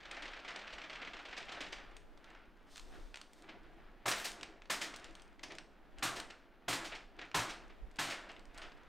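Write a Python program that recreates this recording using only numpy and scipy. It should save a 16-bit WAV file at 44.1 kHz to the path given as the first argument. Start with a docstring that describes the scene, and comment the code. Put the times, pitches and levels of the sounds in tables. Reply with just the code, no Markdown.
"""Shaking powder off paper

A stiff sheet is jiggled over a plastic jar in a small workroom, heard close and nearly mono. It is
lowered, the last powder hisses across it, and it is snapped taut six times to shake it clean.
Buckling makes the flaps, ticks and cracks, sliding friction the hiss; the room answers each snap."""
import sys
import numpy as np
from scipy import signal
from scipy.io import wavfile
from scipy.ndimage import uniform_filter1d

SR = 44100
rng = np.random.default_rng(int(sys.argv[2]) if len(sys.argv) > 2 else 0)


def wav_out(sig):
    """Save sig, one row per channel (or a flat mono array), as 16-bit PCM at SR to the path in sys.argv[1]."""
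    wavfile.write(sys.argv[1], SR, np.round(np.clip(np.atleast_2d(sig).T, -1, 1) * 32767).astype(np.int16))


N = 391604
TIME = np.arange(N) / SR


def amp(db):
    """Decibels to amplitude ratio."""
    return 10 ** (np.asarray(db) / 20)


def unit(x):
    """Normalisation to rms 1."""
    return x / np.sqrt(np.mean(x ** 2) + 1e-20)


def read(points, hz):
    """Interpolation on a log-frequency axis."""
    f, value = np.transpose(points)
    return np.interp(np.log(hz + 1), np.log(f + 1), value)


def follow(curve):
    """Amplitude envelope from (time_s, level_db) points, silent outside them."""
    s, db = np.transpose(curve)
    return amp(np.interp(TIME, s, db)) * (TIME >= s[0]) * (TIME <= s[-1])


def add(mix, start_s, sound):
    """Superposition of a sound on the mix."""
    part = mix[max(round(start_s * SR), 0):][:len(sound)]
    part += sound[:len(part)]


def coloured(x, colour, tilt=None, size=4096):
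    """Minimum-phase filtering by a spectrum of unit energy, times an optional tilt."""
    hz = abs(np.fft.fftfreq(size, 1 / SR))
    gain = unit(amp(np.maximum(read(colour, hz), -90)))
    if tilt is not None:
        gain = gain * amp(read(tilt, hz))
    log_response = np.conj(signal.hilbert(np.log(gain)))
    taps = np.fft.ifft(np.exp(log_response)).real
    return signal.oaconvolve(x, taps[:size // 2])[:len(x)]


def crispness(db):
    """Spectral tilt: the tighter a buckle, the more its highest frequencies gain."""
    return [(2600, 0.02), (7500, db), (12000, 2.27 * db)]


def crackle(size, per_s, spread_db, smooth):
    """Shot noise: random impulses of uneven size over a share of smooth friction noise, rms 1."""
    sizes = amp(spread_db * np.minimum(rng.exponential(1, size), 4))
    clicks = sizes * rng.choice([-1, 1], size) * (rng.random(size) < per_s / SR)
    return unit(unit(clicks) + smooth * rng.standard_normal(size))


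def wander(per_s):
    """Random modulation, rms 1."""
    knots = np.arange(0, TIME[-1] + 1, 1 / max(per_s, 1))
    return unit(np.interp(TIME, knots, rng.standard_normal(N)[:len(knots)]))


def swell(rise_s, t60_s, size=18000):
    """Damped transient: a smooth rise and an exponential decay."""
    t = np.arange(size) / SR
    return (1 - np.exp(-(t / rise_s) ** 2)) * amp(-60 * t / max(t60_s, .003))


# Spectrum of the slack sheet: frequency_hz, gain_db
FLAP_SPECTRUM = [(70, -38), (150, -20.5), (300, -5.5), (500, -5.5), (700, -2.5), (1000, -8), (2000, -0.5),
                 (3200, -2.5), (5200, -7.5), (8500, -17.5), (10500, -29), (15500, -39.5)]
def flap(treble_db, t60_s, rise_s):
    """Buckling: the slack sheet flips over in a short, soft shower of impulses."""
    shape = swell(rise_s, t60_s)
    shower = shape * crackle(len(shape), per_s=2000, spread_db=2.5, smooth=0.76)
    return coloured(shower, FLAP_SPECTRUM, crispness(treble_db + 17))


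# Bouts of shaking: start_s, end_s, period_s
JIGGLE_BOUTS = [(-.002, .85, .112), (.897, 1.75, .1184)]
# The three flips in a stroke: delay_s, gain_db, treble_db
STROKE_FLIPS = [(0.001, 0, -27), (.033, -3.5, -26), (.057, -2.5, -27)]
# Strength of the shaking: time_s, level_db
JIGGLE_EFFORT = [(0, -45), (.12, -35.5), (.25, -32.5), (.41, -39.5), (.52, -32.5), (.66, -38.5), (.92, -34),
                 (1.15, -36), (1.42, -37.5), (1.6, -33), (1.76, -39.5), (1.97, -44.5)]
def jiggling(gain_db=-2, uneven_db=0.8, lead_s=.003):
    """Forced vibration: the hands drive the sheet about nine times a second, flipping it in a pattern."""
    out = np.zeros(N)
    for stroke_s in np.concatenate([np.arange(*bout) for bout in JIGGLE_BOUTS]):
        for delay_s, flip_db, treble_db in STROKE_FLIPS:
            s = stroke_s + delay_s
            effort_db = np.interp(s, *np.transpose(JIGGLE_EFFORT))
            db = effort_db + flip_db - uneven_db * rng.standard_normal()
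            add(out, s - lead_s, amp(db + gain_db) * flap(treble_db, t60_s=0.061, rise_s=0.0042))
    return out


# Slow bends of the sheet: centre_s, length_s, rustle_db, wobble_db, ticks_db
SLOW_BENDS = [(2.327, 0.25, -61, -74, -72), (2.953, 0.14, -60, -61, -85), (3.5, 0.21, -61, -55.5, -80),
              (3.798, 0.58, -66, -64, -93), (4.425, 0.28, -58.5, -55, -80), (5.07, 0.42, -60, -60.5, -61.5),
              (5.512, 0.19, -68, -52.5, -64), (5.997, 0.053, -57.5, -55, -53.5),
              (7.224, 0.14, -55.5, -55, -65.5), (8.19, 0.4, -54.5, -58.5, -57),
              (8.608, 0.15, -53, -61, -59.5), (8.782, 0.41, -63, -69, -78)]
def motion(bend_levels, jiggle_db, billow_db, held_db):
    """Incoherent sum: jiggling, holding, billowing after snaps and bending add in power to one gain."""
    power = (amp(jiggle_db) * follow(JIGGLE_EFFORT)) ** 2 + amp(held_db) ** 2
    billow = swell(rise_s=0.11, t60_s=0.62, size=SR)
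    for s, *_ in TAUT_SNAPS:
        add(power, s, (amp(billow_db) * billow / billow.max()) ** 2)
    for (s, length_s, *_), db in zip(SLOW_BENDS, bend_levels):
        power += (amp(db) * np.exp(-(2 * (TIME - s) / length_s) ** 2)) ** 2
    return np.sqrt(power)


# Spectrum of bending paper: frequency_hz, gain_db
RUSTLE_SPECTRUM = [(80, -28), (150, -26.5), (300, -1.5), (450, -2), (700, 9.5), (1000, 4), (1400, 11.5),
                   (2000, 7.5), (3200, 1), (5000, -10.5), (8500, -37.5), (11000, -41), (16000, -52.5)]
def rustle(gain_db=-4, flutter_db=2):
    """Fine buckling and friction: a clumped crackle while the sheet bends."""
    grains = crackle(N, per_s=1200, spread_db=3, smooth=0.93) * amp(flutter_db * wander(per_s=54))
    drive = motion([db for _, _, db, _, _ in SLOW_BENDS], jiggle_db=-17, billow_db=-48, held_db=-69)
    return amp(gain_db) * drive * coloured(unit(grains), RUSTLE_SPECTRUM)


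# Spectrum of the bowing sheet: frequency_hz, gain_db
FLEX_SPECTRUM = [(70, -22), (150, -12), (230, -1.5), (330, 6.5), (480, -9.5), (700, -1), (1200, -20),
                 (3000, -47), (16000, -70)]
def flexing(gain_db=-6, wobble_db=2.5):
    """Flexural radiation: the whole sheet bows and stirs the air with a soft, hollow wobble."""
    wobble = amp(gain_db + wobble_db * wander(per_s=55))
    drive = motion([db for *_, db, _ in SLOW_BENDS], jiggle_db=-24.5, billow_db=-52, held_db=-81.5)
    return drive * wobble * coloured(rng.standard_normal(N), FLEX_SPECTRUM)


# Spectrum of a crease: frequency_hz, gain_db
CREASE_SPECTRUM = [(150, -36), (500, -4), (1200, 1), (2200, 4.5), (2800, 5), (3500, 5), (4600, 2),
                   (6000, 0), (9000, -3), (10500, -18), (15500, -25)]
def crinkle(gain_db=-5):
    """Impulse excitation: small creases tick and ring briefly as the fingers work the sheet."""
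    clicks = crackle(N, per_s=180, spread_db=10, smooth=0)
    ringing = signal.oaconvolve(abs(clicks), swell(rise_s=0.00027, t60_s=0.014, size=1500))[:N]
    ticks = unit(ringing * rng.standard_normal(N))
    drive = motion([db for *_, db in SLOW_BENDS], jiggle_db=-39, billow_db=-66, held_db=-88)
    return amp(gain_db) * drive * coloured(ticks, CREASE_SPECTRUM)


# The last powder crossing the sheet: time_s, level_db
POWDER_SLIDE = [(2.62, -99), (2.72, -61), (2.78, -63), (2.85, -69), (2.95, -67.5), (3.06, -70), (3.16, -77),
                (3.29, -80), (3.39, -68), (3.5, -90)]
# Spectrum of skidding grains: frequency_hz, gain_db
POWDER_SPECTRUM = [(500, -35), (1500, -14), (3500, 15), (6000, 10), (7500, 5), (9000, 6), (10500, -5),
                   (14000, -3), (16000, -19)]
def powder(gain_db=-4, trickle_db=-47):
    """Sliding friction: grains trickle while the sheet is jiggled and hiss when it is laid flat."""
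    grains = crackle(N, per_s=5000, spread_db=3, smooth=.8)
    flow = follow(POWDER_SLIDE) + amp(trickle_db) * follow(JIGGLE_EFFORT)
    return amp(gain_db) * flow * coloured(grains, POWDER_SPECTRUM)


# Spectra of room air and of rumble: frequency_hz, gain_db
AIR_SPECTRUM = [(50, -21.5), (125, -7.5), (200, 1), (300, 3), (500, -2.5), (750, -2.5), (1100, -7.5),
                (1700, -13), (3000, -19.5), (5000, -28), (8000, -36.5), (15500, -35)]
RUMBLE_SPECTRUM = [(10, -9.5), (26, -0.5), (48, -15.5), (70, -20), (110, -29.5), (300, -25), (1000, -36.5),
                   (4000, -52), (16000, -68)]
def background(air_db=-67.5, rumble_db=-62, side_db=-4, drift_db=3):
    """Ambient noise: soft air in the middle, and a drifting rumble partly coherent between the ears."""
    air = amp(air_db) * coloured(rng.standard_normal(N), AIR_SPECTRUM)
    mid, side = (coloured(rng.standard_normal(N), RUMBLE_SPECTRUM, size=16384) for _ in range(2))
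    rumble = mid + amp(side_db) * np.array([side, -side])
    return air + amp(rumble_db + drift_db * wander(per_s=3.7)) * rumble


# Flips of the slack sheet: start_s, level_db, treble_db, t60_s
SINGLE_FLAPS = [(.053, -36.5, -27, 0.05), (.222, -35.5, -18, 0.04), (.483, -36.5, -22, 0.072),
                (.734, -41, -21, 0.073), (1.02, -43, -40, 0.17), (1.327, -38, -31, 0.1),
                (1.365, -38, -24, 0.1), (1.378, -30, -18.5, 0.042), (1.518, -39, -21, .1),
                (1.606, -35.5, -19, 0.1), (1.725, -33.5, -18.5, 0.059), (3.491, -37.5, -29, 0.06),
                (4.114, -25.5, -13, 0.083), (4.453, -54, -61, 0.041), (4.939, -35, -19, 0.044),
                (5.045, -50, -20, 0.15), (5.433, -32, -15, 0.05), (5.503, -40, -30, 0.099),
                (6.303, -34, -20, 0.038), (6.918, -37.5, -34, 0.18), (6.949, -39, -19.5, 0.093),
                (7.19, -34.5, -30, 0.051), (7.214, -35.5, -30, 0.065), (7.698, -45, -33, 0.071),
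                (8.123, -26.5, -39, 0.038), (8.294, -39, -33, 0.089), (8.545, -56, -12, 0.047),
                (8.617, -43, -22, 0.15)]
def flaps(gain_db=-2, lead_s=.003):
    """Buckling transients: the sheet flips as it is swung and gripped."""
    out = np.zeros(N)
    for s, db, treble_db, t60_s in SINGLE_FLAPS:
        add(out, s - lead_s, amp(db + gain_db) * flap(treble_db, t60_s, rise_s=0.0046))
    return out


# Single creases giving way: start_s, level_db, treble_db
CREASE_POPS = [(.1125, -42.5, -12.5), (0.5604, -39, -18), (.678, -41.5, -27.5), (1.484, -38.5, -35),
               (1.966, -48.5, -10.5), (2.174, -51.5, -25), (2.2424, -50, -17.5), (2.3034, -53, -24),
               (2.3486, -49, -29), (2.758, -45.5, -13.5), (2.7693, -50, -7), (2.778, -46, -10.5),
               (2.795, -47.5, -12), (3.142, -41.5, -17), (3.1567, -41.5, -14), (3.1709, -47, -11),
               (3.2133, -45.5, -10.5), (3.3323, -59.5, -5), (3.4218, -61.5, -6.5), (4.2556, -41, -8),
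               (4.3165, -47, -8), (4.4101, -45, -14.5), (4.43, -36, -13), (4.619, -48, -21),
               (4.655, -49, -23), (4.9602, -46.5, -6), (5.152, -56, -8), (5.1962, -53, -19),
               (5.393, -47, -24), (5.5196, -44.5, -14.5), (5.5835, -38, -16.5), (6.1997, -39, -7.5),
               (7.314, -45.5, -22), (8.3637, -50, -22), (8.7188, -47, -25)]
def creases(gain_db=3, click_db=12, lead_s=0.00026):
    """Snap-through instability: one buckle pops with a sharp click and rings briefly in the paper."""
    out = np.zeros(N)
    shape = swell(rise_s=0.0012, t60_s=0.022, size=3000)
    for s, db, treble_db in CREASE_POPS:
        pop = shape * rng.standard_normal(len(shape))
        pop[shape.argmax()] += amp(click_db)
        pop = coloured(pop, CREASE_SPECTRUM, crispness(treble_db + 10))
        add(out, s - lead_s, amp(db + gain_db) * pop)
    return out


# Pushes of air: centre_s, peak_db, pitch_hz, length_s, left_minus_right_db
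AIR_PUSHES = [(0.746, -54, 44.7, 0.038, -5), (2.487, -59, 45, .029, 0), (4.09, -52.5, 116, .11, -10),
              (5.993, -49, 40, 0.052, 0), (6.714, -51, 114, 0.12, 0), (7.365, -43, 160, 0.066, 1),
              (7.383, -55, 103, 0.15, 0), (7.387, -49, 45, .09, -6), (7.837, -44, 44.6, 0.068, -11)]
def gusts():
    """Near-field pressure: the swinging sheet pushes slow pulses of air, some harder to one side."""
    out = np.zeros((2, N))
    for s, db, hz, length_s, pan_db in AIR_PUSHES:
        t = np.arange(-length_s / 2, length_s / 2, 1 / SR)
        pulse = np.hanning(len(t)) * np.cos(2 * np.pi * hz * t)
        for channel, side_db in zip(out, (pan_db / 2, -pan_db / 2)):
            add(channel, s - length_s / 2, amp(db + side_db) * pulse)
    return out


# Spectrum of the taut sheet: frequency_hz, gain_db
SNAP_SPECTRUM = [(41, -34.5), (70, -20), (135, 0), (213, 1), (300, 4.5), (462, -10), (711, -0.5),
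                 (934, -1.5), (1120, 1), (1470, -0.5), (2660, -2), (8470, -7), (10600, -15), (13300, -16),
                 (16000, -27)]
def whip_crack(crack_db, sizzle_db, thump_db, t60_s):
    """Travelling wave: a whip down the sheet sets off dense buckles, and it thumps like a membrane."""
    shape = swell(0.0034, t60_s) + amp(3) * swell(0.0038, t60_s=0.036)  # the crack leads
    shower = shape * crackle(len(shape), per_s=6700, spread_db=-0.5, smooth=1.16)
    dull = signal.filtfilt(*signal.butter(2, 4500, fs=SR), shower)
    fine = (shower - dull) * swell(rise_s=0.0094, t60_s=1.0)  # the finest buckles build up later
    tilt = [(180, thump_db + 20), (450, 0.0074), (1100, 0.0011),
            (2200, crack_db + 11), (4000, crack_db + 11), (9000, sizzle_db + 13)]
    return coloured(dull + fine, SNAP_SPECTRUM, tilt)


def hollow(x, hz, gain_db=-0.5, width_hz=120):
    """Resonance: the bowed sheet rings hollow at a pitch set by its curve."""
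    return x + amp(gain_db) * signal.lfilter(*signal.iirpeak(hz, hz / width_hz, fs=SR), x)


# The sheet pulled taut: start_s, level_db, crack_db, sizzle_db, thump_db, t60_s, hollow_hz,
# surge_delay_s, surge_db, rebound_delay_s, rebound_db, treble_db (of surge and rebound)
TAUT_SNAPS = [(4.058, -31, -17.5, -17.5, -37, 0.19, 710, 0.021, -34.5, .184, -32.5, 3.5),
              (4.7, -34, -11.5, -12, -31, 0.23, 1860, .03, -47, 0.11, -30.5, 0),
              (6.026, -34.5, -10, -11.5, -26, 0.29, 1300, .025, -45, 0.13, -37.5, 0),
              (6.682, -36.5, -11, -12, -22.5, 0.36, 740, .046, -36.5, 0.16, -36, -1),
              (7.345, -31, -13.5, -17, -27.5, 0.38, 1050, 0.045, -39.5, .145, -36.5, -3.5),
              (7.988, -37, -9.5, -13.5, -23, 0.45, 840, 0.029, -62, 0.11, -32.5, -1.5)]
def snaps(gain_db=2, lead_s=.003):
    """Sudden tension: the sheet cracks, then surges again as its far edge pulls taut."""
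    out = np.zeros(N)
    for s, db, crack, sizzle, thump, t60_s, hollow_hz, delay_s, surge_db, _, _, treble in TAUT_SNAPS:
        first = whip_crack(crack, sizzle, thump, t60_s)
        surge = whip_crack(crack_db=-9, sizzle_db=treble - 10, thump_db=-22.5, t60_s=0.1367)
        add(out, s - lead_s, amp(db + gain_db) * hollow(first, hollow_hz))
        add(out, s - lead_s + delay_s, amp(surge_db + gain_db) * surge)
    return out


# Spectrum of landing powder: frequency_hz, gain_db
SPRAY_SPECTRUM = [(500, -28), (2000, 11), (5000, 3), (9000, -2), (10500, -8.5), (14000, -6), (16000, -19)]
def spray(first_db=-47, loss_db=14.5, fall_s=0.14, length_s=0.086):
    """Granular impact: each snap flings powder onto the table and leaves less for the next."""
    landing = sum(amp(first_db - k * loss_db) * np.exp(-(2 * (TIME - s - fall_s) / length_s) ** 2)
                  for k, (s, *_) in enumerate(TAUT_SNAPS))
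    return landing * coloured(crackle(N, per_s=3600, spread_db=5, smooth=.6), SPRAY_SPECTRUM)


def rebounds(gain_db=-3, lead_s=.003):
    """Elastic recoil: the sheet springs back after each snap with one bright flap."""
    out = np.zeros(N)
    for s, *_, delay_s, db, treble_db in TAUT_SNAPS:
        recoil = flap(treble_db - 12.5, t60_s=0.16, rise_s=0.01)
        add(out, s + delay_s - lead_s, amp(db + gain_db) * recoil)
    return out


# Echoes off nearby surfaces: delay_s, gain_db
EARLY_ECHOES = [(.0017, -28), (.0041, -40), (.0073, -19.5), (0.01, -16.5), (0.0184, -12.5), (.0243, -20)]
def nearby(x):
    """Early reflection: the table, the frame and the person holding the sheet return the first echoes."""
    out = x.copy()
    for delay_s, db in EARLY_ECHOES:
        add(out, delay_s, amp(db) * x)
    return out / np.sqrt(1 + sum(amp(db) ** 2 for _, db in EARLY_ECHOES))


# Reverberation time: frequency_hz, t60_s
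REVERB_TIME = [(150, 0.4), (500, 0.45), (2000, 0.28), (5000, 0.37), (8000, 0.36), (11000, 0.28),
               (15000, 0.22)]
# Strength of the diffuse tail: frequency_hz, gain_db
REVERB_GAIN = [(150, -6), (1000, -2.5), (4000, -4.5), (9000, -4.5), (15000, -11)]
# Standing waves of the room: pitch_hz, level_db, t60_s
STANDING_WAVES = [(119.5, -48, 0.25), (169.5, -56, 0.24), (212.6, -58.5, 0.39), (337.5, -65, 0.71)]
def room(x, delay_s=.005, size=256):
    """Reverberation: each band stores energy and releases it as a diffuse tail; low modes ring on."""
    hz, _, spectra = signal.stft(x, SR, nperseg=size)
    retained = amp(-60 * (size / 2 / SR) / read(REVERB_TIME, hz)) ** 2  # energy share left per hop
    power = abs(uniform_filter1d(abs(spectra) ** 2, size=3, axis=0))
    stored = np.array([signal.lfilter([1 - k], [1, -k], p) for k, p in zip(retained, power)])
    noise = signal.stft(rng.standard_normal(N), SR, nperseg=size)[2]
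    diffuse = noise / np.std(noise) * np.sqrt(stored) * amp(read(REVERB_GAIN, hz))[:, None]
    tail = signal.istft(diffuse, SR, nperseg=size)[1]
    t = TIME[:SR]
    modes = sum(amp(db - 60 * t / t60) * np.sin(2 * np.pi * f * t) for f, db, t60 in STANDING_WAVES)
    wet = signal.fftconvolve(x, modes)[:N]
    add(wet, delay_s, signal.sosfilt(signal.butter(2, 120, "high", fs=SR, output="sos"), tail))
    return wet


def scene(tick_room_db=-3, jiggle_room_db=1.5):
    """Superposition of direct and reverberant sound; the small ticks are the driest."""
    sheet = nearby(snaps() + rustle() + flexing()) + rebounds() + flaps() + powder() + spray()
    strokes = jiggling()
    ticks = creases() + crinkle()
    reverb = room(sheet + amp(jiggle_room_db) * strokes + amp(tick_room_db) * ticks)
    return sheet + strokes + ticks + reverb + gusts() + background()


def record(dry, cutoff_hz=15900):
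    """Band limiting: a steep low-pass filter removes the highest treble."""
    taps = signal.firwin(511, cutoff_hz, window=("kaiser", 9), fs=SR)
    return signal.oaconvolve(dry, taps[None], "same")


dry = scene()
out = record(dry)
wav_out(out)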